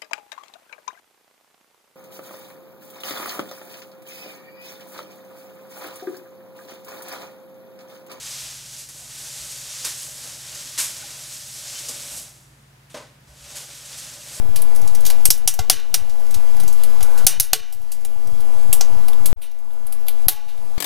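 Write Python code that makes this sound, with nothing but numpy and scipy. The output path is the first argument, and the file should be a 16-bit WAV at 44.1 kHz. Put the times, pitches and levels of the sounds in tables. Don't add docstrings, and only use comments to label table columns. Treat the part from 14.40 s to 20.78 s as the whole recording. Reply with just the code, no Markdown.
import sys
import numpy as np
from scipy import signal
from scipy.fft import rfft, irfft, next_fast_len
from scipy.io import wavfile
from scipy.ndimage import uniform_filter1d, map_coordinates

SR = 44100
rng = np.random.default_rng(int(sys.argv[2]) if len(sys.argv) > 2 else 0)


def file_out(sig):
    cols = np.atleast_2d(sig).T
    lim = np.clip(cols, -1, 1)
    pcm = np.round(lim * 32767).astype(np.int16)
    wavfile.write(sys.argv[1], SR, pcm)


N = 281355

# start_s, treble_db, then relative to it upper_db, middle_db, knock_db, echo_db
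SAP_POPS = [(0.1592, -27, -4, -7, -34, -7), (0.219, -25.5, -17, -19, -22, -14),
            (0.3496, -43, -13, -13, -15, -5), (0.3597, -39.5, -8, -12, -24, -1.5),
            (0.4141, -45, 0, -10, -13, -4), (0.4747, -33.5, -3, -10, -20, -9.5),
            (0.5492, -32.5, -3, -10, -17, -9), (0.6066, -40.5, -4, -23, -18, -9),
            (0.6515, -39.5, -1, -6, -28, 4.5), (0.663, -23, -6, -9.5, -25, -5),
            (0.7009, -25.5, -1.5, -3.5, -14.5, -11.5), (0.8536, -14, -3, -13.5, -24, -9),
            (0.9035, -3.5, -3, -13, -29, -12.5), (0.9743, -35, -4, -20, -8, -4),
            (1.0754, -2.5, -4.5, -11.5, -22.5, -11.5), (1.1384, -21, -8, -17, -22, -10),
            (1.1904, -24.5, 1, 1, 5, -8), (1.2984, 3, -0.5, -5, -16.5, -13), (1.3981, -37, -8, 0, -8, -16),
            (1.5416, -6, -5.5, -9, -22, -13.5), (1.6951, -48.5, 5, -4, -19, -0.5),
            (1.9087, -36, -6, -16, -13, -7), (1.9428, -30, -5, -9.5, -15, -8),
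            (2.1993, -32.5, -6, -9.5, -14, -7), (2.233, -37, -7, -12, -4, -16),
            (2.2783, -33, -3, -13, -22, -8), (2.3258, -40.5, -3.5, -12.5, -11, -4),
            (2.435, -32.5, -8, -11, -27, -3.5), (2.6066, -43.5, -1, 1.5, 4, -4),
            (2.628, -30.5, -6, -9.5, -22, -8.5), (2.776, -38.5, -5, -5, -16, 0),
            (2.867, 5.5, -4.5, -9.5, -23.5, -13.5), (2.9988, 2.5, -9.5, -16, -31.5, -8.5),
            (3.132, 7, -5, -3, -17, -17), (3.3245, -28.5, -8, -16.5, -9, -2),
            (3.417, -42.5, -11, -12, -4.5, -2.5), (3.518, -26, -6, -12, -20, -4.5),
            (3.6088, -46.5, -3, -9, -12, -13), (3.6493, -26.5, -8.5, -11, -15, -12.5),
            (3.8722, -42, -3, -10, -11, -11), (4.0044, -42, -10, -15, -9, -5),
            (4.3284, -14.5, -11.5, -15.5, -25.5, -9.5), (4.4087, -28.5, 8.5, 0.5, -4.5, -12),
            (4.6824, -31.5, -8.5, -9, -11, -9.5), (4.7312, -43, -10, -2, -18, -14),
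            (4.8573, -17.5, -14, -14.5, -31.5, -10.5), (5.3044, -57, -13, 8, -18, -9),
            (5.3158, -48.5, -20, -15, -20, -6), (5.3324, -39, -24.5, -25.5, -18, -20),
            (5.467, -30, -17, -15, -18.5, -13), (5.523, -21.5, -20, -13.5, -25, -12.5),
            (5.6671, -43.5, -13, -1, -18, -10), (5.6826, -20.5, -18.5, -11, -19, -10.5),
            (5.8832, 9, -12.5, -12, -23.5, -14.5), (6.1774, -45.5, -11, 1.5, -17.5, -7)]
GAS_PUFFS = [(5.0152, -32, -19, -6, -28.5, 10), (6.0813, -39.5, -7, 1, -17, 2.4)]
POP_RISE_MS, PUFF_RISE_MS = 0.6, 11.4
UNEVEN_DB = 2.5
# freq_hz, level_db
CRACK_SPECTRUM = [(300, -13), (1000, -17.5), (1900, -12.5), (2800, -7.5), (3900, -4), (6000, -1.5),
                  (7400, -3.5), (11000, 1), (15000, -4), (15700, -14.5), (17000, -25)]
# freq_hz, t60_s
BURST_DECAY = [(500, 0.018), (3000, 0.037), (10000, 0.04), (15000, 0.02)]
# freq_hz, t60_s
ECHO_DECAY = [(500, 0.22), (1500, 0.074), (3500, 0.17), (7000, 0.17), (15000, 0.13)]
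# pitch_hz, level_db, t60_s
FIREBOX_MODES = [(718, -25.5, 0.92), (755, 8, 0.05), (1112, -18, 0.34), (1390, -6.5, 0.091),
                 (1528, -7, 0.073), (2056, -10.5, 0.14)]
# pitch_hz, level_db, t60_s
PANEL_MODE = [(443, -1, 0.21)]
# centre_hz, width_hz, level_db
SHEET_MODES = [(1480, 260, -3), (1976, 180, -3), (2310, 96, -1.5), (2440, 88, -0.5), (2740, 150, 0),
               (2990, 63, 3.5), (3076, 52, 0), (3260, 170, -7), (3360, 180, -9), (3690, 110, 1.5),
               (3940, 260, -5), (4380, 220, -4), (4910, 180, -7.5), (5910, 880, -7)]
# start_s, level_db, pitch_hz, t60_s
LOG_THUMPS = [(1.1925, -5, 66, .075), (1.1955, -10, 118, .06), (3.0, -9, 108, .06), (1.301, -20, 62, .1)]
# start_s, level_db
PIPE_STRIKE = (5.885, -30)
# pitch_hz, level_db, t60_s
PIPE_MODES = [(832, 0, 0.82), (850, 1, 0.83), (1130, -9.5, .8)]
# freq_hz, level_db
RUMBLE_SPECTRUM = [(15, -1), (30, -4.5), (63, -2), (120, -9.5), (220, -17.5), (400, -19.5), (900, -47)]
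# freq_hz, level_db
DRAUGHT_SPECTRUM = [(120, -28.5), (285, -7.5), (356, -10), (433, -0.5), (870, 1.5), (1300, -8),
                    (2250, -22.5), (4000, -42.5)]
# freq_hz, level_db
HISS_SPECTRUM = [(500, -9), (2250, 2), (4000, -1.5), (7000, -2.5), (10500, -1.5), (12500, -3.5),
                 (15000, -7.5), (15500, -22), (17000, -28)]
# time_s, level_db
HISS_LEVEL = [(0, -46.5), (.8, -47), (1.6, -47), (2.4, -45), (3.2, -43.5), (3.8, -45.5), (4.4, -47),
              (4.93, -47), (5.0, -47.5), (5.5, -48), (6.38, -45)]
# freq_hz, level_db
FLARE_SPECTRUM = [(300, -18), (480, 4.5), (650, -13.5), (850, 3), (1200, -3.5), (1600, -4), (2300, -24)]
# time_s, level_db
FLARE_LEVEL = [(2.35, -54.5), (2.55, -46), (2.8, -38.5), (2.9, -48), (3.1, -66.5)]
# freq_hz, level_db
STRAY_SPECTRUM = [(20, -3.5), (100, 7.5), (300, 1), (800, -7.5), (1500, -22), (16000, -34.5)]
CHANNEL_OFFSET = [
    [.52],
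    [-0.075],
]
# start_s, new_level_db
LEVEL_DROPS = [(-.06, -3.5), (.889, -7.3), (1.06, -9.6), (1.294, -10.7), (2.852, -8.2), (2.98, -9.6),
               (3.0, -12.2), (3.129, -16), (4.93, -16), (5.87, -14)]
HOLD_S, AIM_DB, CLIMB_S = 0.055, 23, 2.0
# start_s, recovered_after_s (counted from the start)
LEVEL_DIPS = [(1.299, .043), (1.343, .025), (2.867, .055), (2.999, .009), (3.009, .042), (3.133, .045),
              (3.165, .042), (3.206, .024), (5.883, .055), (5.935, .026)]
DIP_DB, DIP_FALL_S = -4.3, 0.004
# stop_s, return_start_s, fully_back_s
SILENT_CUT = (4.9292, 4.961, 4.978)
TOP_HZ = 16100


def pops():
    out = np.zeros(N + SR)
    events = [(*row, POP_RISE_MS) for row in SAP_POPS] + [(*row, PUFF_RISE_MS) for row in GAS_PUFFS]
    for start_s, *shape in events:
        sound = pop(*shape)
        out[round(start_s * SR):][:len(sound)] += sound
    return out[:N]


def pop(treble_db, upper_db, middle_db, knock_db, echo_db, rise_ms):
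    t = np.arange(int(0.7 * SR)) / SR
    burst = crack(t, upper_db, middle_db, echo_db)
    knock = amp(knock_db + 2.5) * ringing(FIREBOX_MODES, t, scatter_db=0.5)
    panel = amp(knock_db - 5.5) * ringing(PANEL_MODE, t, scatter_db=4.0)
    sheet = amp(middle_db + echo_db - 4.5) * shimmer(t, t60=0.47)
    rise = 1 - np.exp(-1000 * t / rise_ms)
    return amp(treble_db) * rise * (amp(9.0) * burst + knock + panel + sheet)


def crack(t, upper_db, middle_db, echo_db):
    hz, frame_s, z = signal.stft(rng.standard_normal(len(t)), SR, nperseg=128, noverlap=96)
    tilt = [(3800, middle_db + 9.5), (6300, upper_db + 5.0), (9500, 0.012)]
    uneven = UNEVEN_DB * unit(uniform_filter1d(rng.standard_normal(len(hz)), size=3))
    colour = along(CRACK_SPECTRUM, hz) + along(tilt, hz) + uneven
    fast = amp(-60 * frame_s / along(BURST_DECAY, hz)[:, None])
    slow = amp(-60 * frame_s / along(ECHO_DECAY, hz)[:, None])
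    z *= amp(colour)[:, None] * (fast + amp(echo_db) * slow)
    burst = signal.istft(z, SR, nperseg=128, noverlap=96)[1][:len(t)]
    steps = np.repeat(rng.standard_normal(len(t) // 64 + 1), 64)[:len(t)]
    jerks_db = 2.77 * uniform_filter1d(steps, size=32) * amp(-60 * t / 0.096)
    return burst * amp(jerks_db)


def ringing(modes, t, scatter_db):
    out = np.zeros(len(t))
    for pitch_hz, level_db, t60 in modes:
        strength, detune = rng.standard_normal(2)
        envelope = amp(level_db + scatter_db * strength - 60 * t / t60)
        out += envelope * np.sin(2 * np.pi * pitch_hz * (1 + 0.0033 * detune) * t)
    return out


def shimmer(t, t60):
    f = np.fft.rfftfreq(len(t), 1 / SR)
    response = np.zeros(len(f), complex)
    for k, (centre, width, level_db) in enumerate(SHEET_MODES):
        resonance = 1j * f * width / (centre * centre - f * f + 1j * f * width)
        response += (-1) ** k * amp(level_db) * resonance
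    noise = irfft(rfft(rng.standard_normal(len(t))) * response, len(t))
    return unit(noise) * amp(-60 * t / t60)


def thumps():
    out, t = np.zeros(N + SR), np.arange(SR // 2) / SR
    for start_s, level_db, pitch_hz, t60 in LOG_THUMPS:
        envelope = amp(level_db - 60 * t / t60) * (1 - np.exp(-t / 0.0046))
        out[round(start_s * SR):][:len(t)] -= envelope * np.sin(2 * np.pi * pitch_hz * t)
    return out[:N]


def pipe_ping():
    out, t = np.zeros(N + SR), np.arange(SR // 2) / SR
    start_s, level_db = PIPE_STRIKE
    out[round(start_s * SR):][:len(t)] += amp(level_db) * ringing(PIPE_MODES, t, scatter_db=1.0)
    return out[:N]


def ticks(count):
    when, size = rng.random((count, 2)).T
    hits = np.zeros(N)
    hits[(when * N).astype(int)] = amp(-48.0 - 2.3 * np.log(size))
    decay = amp(-60 * np.arange(SR // 10) / SR / 0.048)
    return signal.fftconvolve(hits, decay)[:N] * rush(CRACK_SPECTRUM, patchy_db=4.0)


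def fire():
    rumble = amp(-38.5 + 2 * wobble(9.8)) * rush(RUMBLE_SPECTRUM, patchy_db=1.5)
    draught = amp(-42.5 + 0.7 * wobble(4)) * rush(DRAUGHT_SPECTRUM, patchy_db=1.5)
    hiss_db = curve(HISS_LEVEL) + 0.8 * wobble(2.56) + 0.3 * wobble(23)
    hiss = amp(hiss_db) * rush(HISS_SPECTRUM, patchy_db=1.5)
    flare = amp(curve(FLARE_LEVEL)) * rush(FLARE_SPECTRUM, patchy_db=2)
    return rumble + draught + hiss + flare


def stray_noise():
    return amp(-48.5) * rush(STRAY_SPECTRUM, patchy_db=5.5) * np.array([[1], [-1]])


def rush(spectrum, patchy_db):
    z = signal.stft(rng.standard_normal(N), nperseg=512)[2]
    field = uniform_filter1d(rng.standard_normal(z.shape), size=6, axis=0)
    field = uniform_filter1d(field, size=14, axis=1)
    patchy = signal.istft(z * amp(patchy_db * unit(field)), nperseg=512)[1][:N]
    return unit(filtered(patchy, lambda hz: amp(along(spectrum, hz))))


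def wobble(rate):
    knots = rng.standard_normal(int(N * rate / SR) + 4)
    return map_coordinates(knots, [np.arange(N) * rate / SR])


def filtered(x, response):
    m = next_fast_len(N + SR // 2)
    return irfft(rfft(x, m) * response(np.fft.rfftfreq(m, 1 / SR)), m)[..., :N]


def along(points, hz):
    f, v = np.transpose(points)
    return np.interp(np.log(hz + 1), np.log(f + 1), v)


def curve(rows):
    return np.interp(np.arange(N) / SR, *np.transpose(rows))


def amp(db):
    return 10 ** (np.asarray(db) / 20)


def unit(x):
    return x / np.sqrt(np.mean(x ** 2) + 1e-20)


def level_db():
    t = np.arange(N) / SR
    step_s, step_db = np.transpose(LEVEL_DROPS)
    last = np.searchsorted(step_s, t, side="right") - 1
    climbing = np.maximum(t - step_s[last] - HOLD_S, 0)
    slow_db = AIM_DB - (AIM_DB - step_db[last]) * np.exp(-climbing / CLIMB_S)
    dips = [curve([(at, 0), (at + DIP_FALL_S, DIP_DB), (at + back, 0)]) for at, back in LEVEL_DIPS]
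    return np.minimum(slow_db, 0) + np.min(dips, axis=0)


def scene():
    return pops() + thumps() + pipe_ping() + ticks(count=50) + fire() + stray_noise()


def record(dry):
    stop, start, back = SILENT_CUT
    gate = curve([(0, 1), (stop, 1), (stop + 1 / SR, 0), (start, 0), (back, 1)])
    gain = uniform_filter1d(amp(level_db()), size=90) * gate
    clipped = np.clip((dry + CHANNEL_OFFSET) * gain, -1, 1)
    return filtered(clipped, lambda hz: hz < TOP_HZ)


dry = scene()
out = record(dry)
file_out(out)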